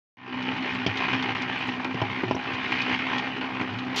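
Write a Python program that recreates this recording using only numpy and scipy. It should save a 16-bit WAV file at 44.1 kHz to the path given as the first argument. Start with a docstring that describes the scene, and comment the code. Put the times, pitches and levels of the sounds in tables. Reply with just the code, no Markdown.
"""After a short silence a rattling, humming concrete mixer fades in; it runs in a yard, heard muffled.
Gear teeth, about 64 a second, click into the ringing steel drum and shake loose bursts of noise.
The hum is sine waves at multiples of the tooth rate, plus noise ringing in the drum's belly.
Stones tick (noise bursts), the load thuds (low sine), a shovel knocks the rim (ringing drum tones).
Thin hiss and bright ticks of grit sit on top; at the very end the sound turns bright and grainy."""
import sys
import numpy as np
from scipy import signal
from scipy.fft import rfft, irfft
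from scipy.io import wavfile
from scipy.ndimage import uniform_filter1d

SR = 44100
rng = np.random.default_rng(int(sys.argv[2]) if len(sys.argv) > 2 else 0)


def int16_out(signal):
    """Quantize to a 16-bit WAV file."""
    q = np.round(np.clip(np.atleast_2d(signal).T, -1, 1) * 32767)
    wavfile.write(sys.argv[1], SR, q.astype(np.int16))


N = 176400  # 4 s of samples


def undb(db):
    """Turn decibels into a plain multiplier."""
    return 10 ** (np.asarray(db) / 20)


def level(x, db=0):
    """Scale a sound so that its rms, its average strength, is db."""
    return x * undb(db) / np.sqrt(np.mean(x ** 2))


def curve(rows):
    """Gain over time, drawn straight in dB between (start_s, level_db) rows."""
    rows = np.array(rows)
    return undb(np.interp(np.arange(N) / SR, rows[:, 0], rows[:, 1]))


def walk(rate):
    """Random levels held 1 / rate s, smoothed twice, without slow drift; spread near 1."""
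    hold = int(SR / rate)
    steps = np.repeat(rng.standard_normal(N // hold + 1), hold)
    smooth = uniform_filter1d(uniform_filter1d(steps, hold), hold)[:N]
    return 1.22 * (smooth - uniform_filter1d(smooth, 8 * hold))


def colour(x, rows):
    """Filter with the gains of (pitch_hz, level_db) rows, never sounding ahead of its input."""
    rows = np.array(rows)
    hz = np.maximum(np.fft.rfftfreq(4096, 1 / SR), 1)
    gain_db = np.interp(np.log(hz), np.log(rows[:, 0]), rows[:, 1])
    # folding the cepstrum (the spectrum of the log gain) puts the whole response after time zero
    cepstrum = irfft(np.log(undb(gain_db)))
    cepstrum[1:2048] *= 2
    cepstrum[2049:] = 0
    return signal.fftconvolve(x, irfft(np.exp(rfft(cepstrum))))[:N]


def band(x, hz, width_hz):
    """One resonance: it rings at hz, and longer the narrower it is."""
    return signal.lfilter(*signal.iirpeak(hz, hz / width_hz, SR), x)


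def bursts(rows, decay_s):
    """Noise that jumps up at each (start_s, level_db) and dies away."""
    kicks = np.zeros(N)
    for start_s, db in rows:
        kicks[min(int(start_s * SR), N - 1)] += undb(db)
    fading = signal.lfilter([1], [1, -np.exp(-1 / (decay_s * SR))], kicks)
    return fading * rng.standard_normal(N)


# How strong the hiss is at each pitch: pitch_hz [Hz], level_db [dB]
HISS_COLOUR = [(3000, 3), (9000, 3.5), (12500, -2), (14000, -8.5), (15200, -5.5)]
HISS_DB = -82  # before colouring


def hiss():
    """Thin steady noise, mostly treble, with a slight flicker in level."""
    flicker = undb(HISS_DB + 1.7 * walk(60))
    return flicker * colour(rng.standard_normal(N), HISS_COLOUR)


# Bright ticks of grit on steel: start_s [s], pitch_hz [Hz], level_db of the noise burst [dB]
TICKS = [(.743, 7350, -62), (1.590, 7500, -65), (1.673, 8850, -63.5), (1.674, 6700, -58),
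         (2.231, 12410, -71), (2.351, 8800, -71), (2.35, 5700, -42.5), (2.352, 11500, -75),
         (2.531, 9500, -76)]
TICK_S, TICK_Q = 0.0052, 9.2  # burst decay; sharpness of the resonance


def ticks():
    """Each tick is a short noise burst ringing a narrow resonance high in the treble."""
    out = 0
    for start_s, hz, db in TICKS:
        burst = bursts([(start_s, db)], TICK_S)
        ring = band(band(burst, hz, hz / TICK_Q), hz, hz / TICK_Q)
        out = out + np.sqrt(SR * TICK_Q / hz) * ring  # makes up for what the narrow band removes
    return out


# How strong the bright rush is at each pitch: pitch_hz [Hz], level_db [dB, relative]
RUSH_COLOUR = [(500, -41), (1500, -24), (3000, -6), (4500, -7.5), (7000, -18.5), (8200, -34), (11000, -34),
               (15500, -44)]
RUSH_S, RUSH_RISE_S, RUSH_DB = 3.961, 0.021, -28.5  # start, rise time, rms level before the rise


def rush():
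    """The sound suddenly turns bright and grainy, like gravel: coloured noise with a fast flicker."""
    since_s = np.arange(N) / SR - RUSH_S
    grains = rng.standard_normal(N) * undb(1.6 * walk(250))
    rise = (since_s > 0) * np.clip(0.6 + 0.4 * since_s / RUSH_RISE_S, 0, 1)  # jumps to 0.6 first
    return level(colour(grains, RUSH_COLOUR), RUSH_DB) * rise


# Single stones hitting the wall, strong and faint: start_s [s], level_db of the burst [dB, relative]
STONES = [(0.4234, -27.5), (0.5377, -37), (0.7494, -36), (0.9712, -23), (1.2246, -25), (1.4192, -26.5),
          (1.6794, -37), (2.1869, -41), (2.2832, -39.5), (2.4369, -42), (2.5341, -34), (2.6304, -36),
          (2.6773, -39), (2.7571, -48.5), (2.817, -25), (2.8988, -49), (3.1822, -24.5), (3.2779, -39),
          (3.7863, -32)]
# How strong a stone is at each pitch: pitch_hz [Hz], level_db [dB]
STONE_COLOUR = [(300, -42), (1500, -31), (3000, 4.5), (4500, -4.5), (6000, -14.5), (7500, -22.5),
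                (15000, -31.5)]
STONE_S, PEBBLES_PER_S = 0.01, 90  # burst decay; how crowded the patter is
PEBBLE_DB, PEBBLE_SPREAD_DB = -52, 7.5  # quietest pebble, and the range above it


def stones():
    """Single stones and a random patter of pebbles tick on the wall as short noise bursts."""
    chance = rng.random((int(PEBBLES_PER_S * N / SR), 2))
    pebbles = [(when * N / SR, PEBBLE_DB + PEBBLE_SPREAD_DB * size) for when, size in chance]
    return 1.43 * colour(bursts([*STONES, *pebbles], STONE_S), STONE_COLOUR)


# Thuds of the load falling in the drum: start_s [s], length_s of rise and fall [s], level_db [dB]
THUDS = [(0.85, 0.1, -34), (1.128, 0.083, -37), (1.246, 0.087, -38.5), (1.933, 0.19, -38),
         (2.24, 0.095, -32), (2.532, 0.025, -35), (3.689, 0.12, -34.5)]
THUD_HZ, THUD_WANDER_HZ = 112.7, 6.3  # middle pitch, spread of its wander


def thuds():
    """The load drops and the frame booms low: a sine of wandering pitch under smooth swells."""
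    t = np.arange(N) / SR
    swell = 0
    for start_s, length_s, db in THUDS:
        middle_s = start_s + length_s / 2
        swell = swell + undb(db) * np.exp(-((t - middle_s) / (0.45 * length_s)) ** 2)
    pitch = THUD_HZ + THUD_WANDER_HZ * walk(15)
    return swell * np.sqrt(2) * np.sin(2 * np.pi * np.cumsum(pitch) / SR)


# Shovel knocks on the rim: start_s [s], level_db (rms of the ring's first 20 ms) [dB],
# crack_db above that, before colouring [dB], lift_db of the upper tones [dB], boom_db [dB],
# free (share of the free ring time) [0-1]
KNOCKS = [(.864, -22.5, 6.5, -4.5, 5, 0.71), (.875, -29, -12, -19, 8, 0.75),
          (1.944, -30, -3, -12, 2.5, 0.72), (2.016, -23, -4, 4, 7, 0.94), (2.232, -24, -18, -5, -12, 0.52),
          (2.310, -22, -4.5, 4, -10.5, 0.41), (2.346, -28.5, -11, 2, 0.5, 0.48),
          (2.278, -33.5, -8, -3, -5, 0.78), (2.363, -31.5, -19, 2, -13, 0.9)]
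# Tones of the knocked drum: pitch_hz [Hz], level_db [dB, relative], t60_s to fade by 60 dB [s]
DRUM = [(179, -3, 0.13), (229, -5.5, 0.064), (286, 1.5, 0.1), (367.7, 0.5, 0.22), (412, -7, 0.15),
        (463, 0.5, 0.032), (640, 0.5, 0.096), (734, -3, 0.044), (815, -3, 0.2), (896, -5.5, 0.072),
        (980, -0.5, 0.085), (1053, -11, 0.11), (1320, -13.5, 0.022), (1410, -11.5, 0.043)]
# How strong the opening crack is at each pitch: pitch_hz [Hz], level_db [dB]
CRACK_COLOUR = [(300, -22), (1200, -32), (2400, 9.5), (3100, 12.5), (4000, -8.5), (5300, -3), (7500, -27.5),
                (10000, -22), (15000, -16)]
KNOCK_CONTACT_S, FIRST_TOUCH, CRACK_S = 0.0048, 3, 0.0073  # decay, size of first touch, crack decay
KNOCK_SAG, SAG_S = .03, .012  # tones start this share sharp and sink with this time constant
UPPER_MODES_HZ, KNOCK_SPREAD_DB = 570, 1.2  # where lift_db begins; random spread of each tone
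BOOM_HZ, BOOM_T60_S = 112, 0.053


def knocks():
    """A shovel on the rim: a noisy crack, and a rough contact that rings the drum's tones."""
    out, t = np.zeros(N + SR), np.arange(SR // 2) / SR
    cracks = []
    for start_s, db, crack_db, lift_db, boom_db, free in KNOCKS:
        cracks.append((start_s, db + crack_db))
        modes = [(hz, g + lift_db * (hz > UPPER_MODES_HZ), t60 * free) for hz, g, t60 in DRUM]
        blow = 0
        for hz, mode_db, t60 in modes + [(BOOM_HZ, boom_db, BOOM_T60_S)]:
            contact = rng.standard_normal(2000) * np.exp(-t[:2000] / KNOCK_CONTACT_S)
            contact[:8] += FIRST_TOUCH * rng.choice([-1, 1])
            bent_t = t + KNOCK_SAG * SAG_S * (1 - np.exp(-t / SAG_S))
            tone = np.sin(2 * np.pi * hz * bent_t) * undb(-60 * t / t60)
            ring = signal.fftconvolve(tone, contact)[:len(t)]
            tone_db = mode_db + KNOCK_SPREAD_DB * rng.standard_normal()
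            blow = blow + ring / np.abs(ring).max() * undb(tone_db)
        first = int(start_s * SR)
        out[first:first + len(t)] += blow / np.std(blow[:SR // 50]) * undb(db)
    body = signal.sosfilt(signal.butter(4, 85, "high", fs=SR, output="sos"), out[:N])
    return body + colour(bursts(cracks, CRACK_S), CRACK_COLOUR)


HUSH_DB, HUSH_S = -6.5, 0.01  # depth and length of the dip


def hush():
    """Gain that sinks for a moment before each knock."""
    t = np.arange(N) / SR
    return undb(sum(HUSH_DB * (t < s) * np.exp(-((t - s) / HUSH_S) ** 2) for s, *_ in KNOCKS))


# The gear slackens, then the teeth slam home: start_s [s],
# dip_db just before (above 0 is a lift) [dB], jump_db just after [dB]
SLAMS = [(1.083, -6, 2), (1.131, -0.5, 5), (1.35, -10.5, -0.5), (1.846, 1.5, 14), (2.721, -3, 3),
         (2.99, -6, 4), (3.067, 2, 5.5), (3.411, -8.5, 7), (3.613, 2.5, 7.5)]
SLACK_S, SLAM_S = .02, .016  # how long the change before and the jump after last
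TOOTH_HZ = 63.45  # teeth per second, before rounding to whole teeth between slams


def slams():
    """Gain that mostly sinks as the gear slackens and jumps as its teeth slam home."""
    t = np.arange(N) / SR
    gain_db = 0
    for s, dip_db, jump_db in SLAMS:
        before = dip_db * np.exp(-((t - s) / SLACK_S) ** 2)
        after = jump_db * np.exp(-abs(t - s) / SLAM_S)
        gain_db = gain_db + np.where(t < s, before, after)
    return undb(gain_db)


def teeth():
    """Running count of teeth passed; every slam falls on a whole count."""
    s = np.array([-1, *[row[0] for row in SLAMS], 5])
    counts = np.cumsum(np.round(np.diff(s, prepend=-1) * TOOTH_HZ))
    return np.interp(np.arange(N) / SR, s, counts) - np.round(TOOTH_HZ) + 2


# Tones of the hum: multiple of the tooth rate [count], level_db [dB, relative]
HUM = [(1, -33), (2, -8.5), (3, -7), (4, 1), (5, -15)]
# Loudness of the hum over time: start_s [s], level_db [dB]
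HUM_LEVEL = [(.25, -25.5), (.44, -28.5), (.6, -34.5), (.72, -37.5), (.79, -31.5), (.88, -42), (1.0, -35),
             (1.15, -29.5), (1.22, -35), (1.3, -34.5), (1.38, -35.5), (1.46, -32.5), (1.6, -39),
             (1.68, -31), (1.77, -37), (1.9, -35.5), (2.07, -39), (2.15, -33), (2.23, -43), (2.32, -29.5),
             (2.42, -41.5), (2.6, -39), (2.75, -34), (2.9, -34.5), (3.03, -38.5), (3.17, -31), (3.27, -39),
             (3.38, -33.5), (3.46, -39.5), (3.53, -34), (3.64, -35), (3.79, -36.5), (3.88, -31.5),
             (3.99, -39)]
HUM_WOBBLE_DB, HUM_SLIP = 1.5, 0.62  # random spread of level, and of phase in radians
BELLY_HZ, BELLY_WIDTH_HZ, BELLY_DB = 260.1, 14, -3.5  # BELLY_DB is relative to the tones


def hum(turns):
    """Multiples of the tooth rate waver in level and phase; the drum's belly booms near the fourth."""
    lines = 0
    for multiple, db in HUM:
        loudness = undb(db + HUM_WOBBLE_DB * walk(10))
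        lines = lines + loudness * np.sin(2 * np.pi * multiple * turns + HUM_SLIP * walk(11))
    noise = rng.standard_normal(N)
    belly = band(band(noise, BELLY_HZ, BELLY_WIDTH_HZ), BELLY_HZ, BELLY_WIDTH_HZ)
    return level(level(lines) + level(belly, BELLY_DB)) * curve(HUM_LEVEL)


# Resonances of the drum wall under the teeth: pitch_hz [Hz], width_hz [Hz], level_db [dB, relative]
WALL = [(744, 27, -8.5), (807, 70, 4.5), (895, 60, -3.5), (1038, 120, 5), (1266, 200, -12.5),
        (1615, 88, -0.5), (1854, 91, 5), (1988, 87, -5.5), (2154, 170, 4), (2374, 110, 2), (2493, 100, 4),
        (2770, 120, -0.5), (2979, 97, 3.5), (3238, 140, -4)]
RING_FLICKER_DB, UPPER_LAG_S = 4.5, .003  # the upper range speaks a little after the tooth
UPPER_HZ = 1466  # where the upper range begins


def wall_ring(clicks):
    """Tooth clicks set the drum wall ringing at its own pitches, each flickering in level."""
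    ring = 0
    for k, (hz, width_hz, db) in enumerate(WALL):
        tone = level(band(band(clicks, hz, width_hz), hz, width_hz))
        late = np.roll(tone, int(UPPER_LAG_S * SR * (hz > UPPER_HZ)))
        # every other resonance is flipped in sign
        ring = ring + (-1) ** k * undb(db + RING_FLICKER_DB * walk(12)) * late
    return ring


# Gear rattle as the drum turns: start_s [s], level_db [dB], lift_db of the upper range [dB]
RATTLE = [(.4, -23, -2.5), (.5, -25.5, -1.5), (.6, -34, -1.5), (.7, -29, 1), (.82, -33, -0.5),
          (.92, -28, -2), (1.0, -26.5, 0), (1.14, -29, 2.5), (1.21, -25.5, 0.5), (1.28, -24.5, -2.5),
          (1.4, -29.5, 0.5), (1.5, -31, -2), (1.6, -32, 2.5), (1.7, -31.5, -2.5), (1.8, -30.5, -5),
          (1.9, -35, -5.5), (1.97, -30.5, -3.5), (2.07, -32, -4), (2.15, -30, -2), (2.27, -30.5, -3),
          (2.4, -31.5, -2.5), (2.5, -31, 0), (2.6, -31, 1.5), (2.75, -30.5, 3), (2.84, -28.5, 3),
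          (2.88, -30.5, 3.5), (2.93, -26.5, 2.5), (3.05, -29, -1.5), (3.17, -30, 0.5), (3.3, -30.5, -2),
          (3.45, -32.5, -3.5), (3.6, -30, -5.5), (3.72, -31, -6), (3.82, -35, -4.5), (3.97, -28.5, -2)]
# How strong the rattle is at each pitch: pitch_hz [Hz], level_db [dB, relative]
RATTLE_COLOUR = [(25, -41), (60, -25.5), (110, -10), (160, -14.5), (300, -7.5), (400, -11.5), (540, -19),
                 (810, -13), (1280, -13.5), (2480, -11.5), (3300, -19.5), (4290, -27), (6000, -39.5),
                 (7600, -52.5), (10000, -63)]
TOOTH_JITTER, TOOTH_SCATTER_DB = 0.015, 2.2  # random spread of timing (tooth periods) and of strength
RATTLE_DECAY, TOOTH_RISE_S = 0.69, 0.0028  # decay in tooth periods; half the smoothing time
RATTLE_BED = 0.52  # steady noise under the tooth bursts
BED_SINK = .9  # the harder the teeth bite, the more they stand out of the steady bed
FLICKER_DB, SURGE_DB = 3, .6  # random spread of each narrow band, and of the whole
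RING_DB, CLICK_DB = -1.5, -8.5  # wall ring and bare tooth click, relative to the shaken noise


def gear(turns):
    """Each tooth clicks into the wall resonances and shakes loose a short rattle."""
    chance = rng.standard_normal((int(turns[-1]) + 2, 2))
    counts = np.arange(len(chance)) + TOOTH_JITTER * chance[:, 0]
    times = np.interp(counts, turns, np.arange(N))
    clicks = np.zeros(N)
    clicks[times.astype(int)] = undb(TOOTH_SCATTER_DB * chance[:, 1])
    ring = wall_ring(clicks)

    bed = RATTLE_BED * level(curve(RATTLE)) ** -BED_SINK
    shaken = signal.lfilter([1], [1, -np.exp(-TOOTH_HZ / (RATTLE_DECAY * SR))], clicks)
    gate = uniform_filter1d(bed + shaken, int(2 * TOOTH_RISE_S * SR))
    shake = colour(gate * rng.standard_normal(N), RATTLE_COLOUR)

    # split the noise into narrow bands, each flickering on its own
    edges = [1, *np.arange(300, 7500, 160), 20000]
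    spectrum, hz = rfft(shake), np.fft.rfftfreq(N, 1 / SR)
    shake = 0
    for low, high in zip(edges, edges[1:]):
        part = irfft(spectrum * ((hz >= low) & (hz < high)), N)
        shake = shake + part * undb(FLICKER_DB * walk(29.88))

    bare = level(colour(clicks, RATTLE_COLOUR), CLICK_DB)
    rattle = level(level(shake) + level(ring, RING_DB) + bare)
    lower = signal.sosfiltfilt(signal.butter(2, UPPER_HZ, fs=SR, output="sos"), rattle)
    rattle = lower + (rattle - lower) * curve(np.array(RATTLE)[:, [0, 2]])
    return rattle * curve(RATTLE) * undb(SURGE_DB * walk(25.27))


MUFFLE_HZ, SPILL_DB = 6820, -39.5  # treble cut of the mixer; level of the unmuffled copy


def scene():
    """The mixer is heard muffled, with little treble; the hiss, ticks and rush are not."""
    turns = teeth()
    running = (gear(turns) * slams() + hum(turns)) * hush()
    mixer = running + knocks() + thuds() + stones()
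    muffled = signal.sosfilt(signal.butter(8, MUFFLE_HZ, fs=SR, output="sos"), mixer)
    muffled = muffled + undb(SPILL_DB) * mixer
    return (muffled + hiss() + ticks() + rush())[None]


START_S, FADE_S, FADE_FROM_DB, FADE_BEND = 0.17, 0.48, -26.5, 2.09  # silence, fade, its first gain, bend
LOW_CUT_HZ, TOP_HZ = 48, 15500


def record(dry):
    """The microphone drops the deep bass; the sound fades in after silence; the top is cut."""
    left = np.clip(1 - (np.arange(N) / SR - START_S) / FADE_S, 0, 2)  # share of the fade still to go
    fade = (left <= 1) * undb(FADE_FROM_DB * left ** FADE_BEND)
    dry = signal.sosfilt(signal.butter(1, LOW_CUT_HZ, "high", fs=SR, output="sos"), dry)
    return signal.sosfilt(signal.ellip(8, .2, 70, TOP_HZ, fs=SR, output="sos"), dry * fade)


dry = scene()
out = record(dry)
int16_out(out)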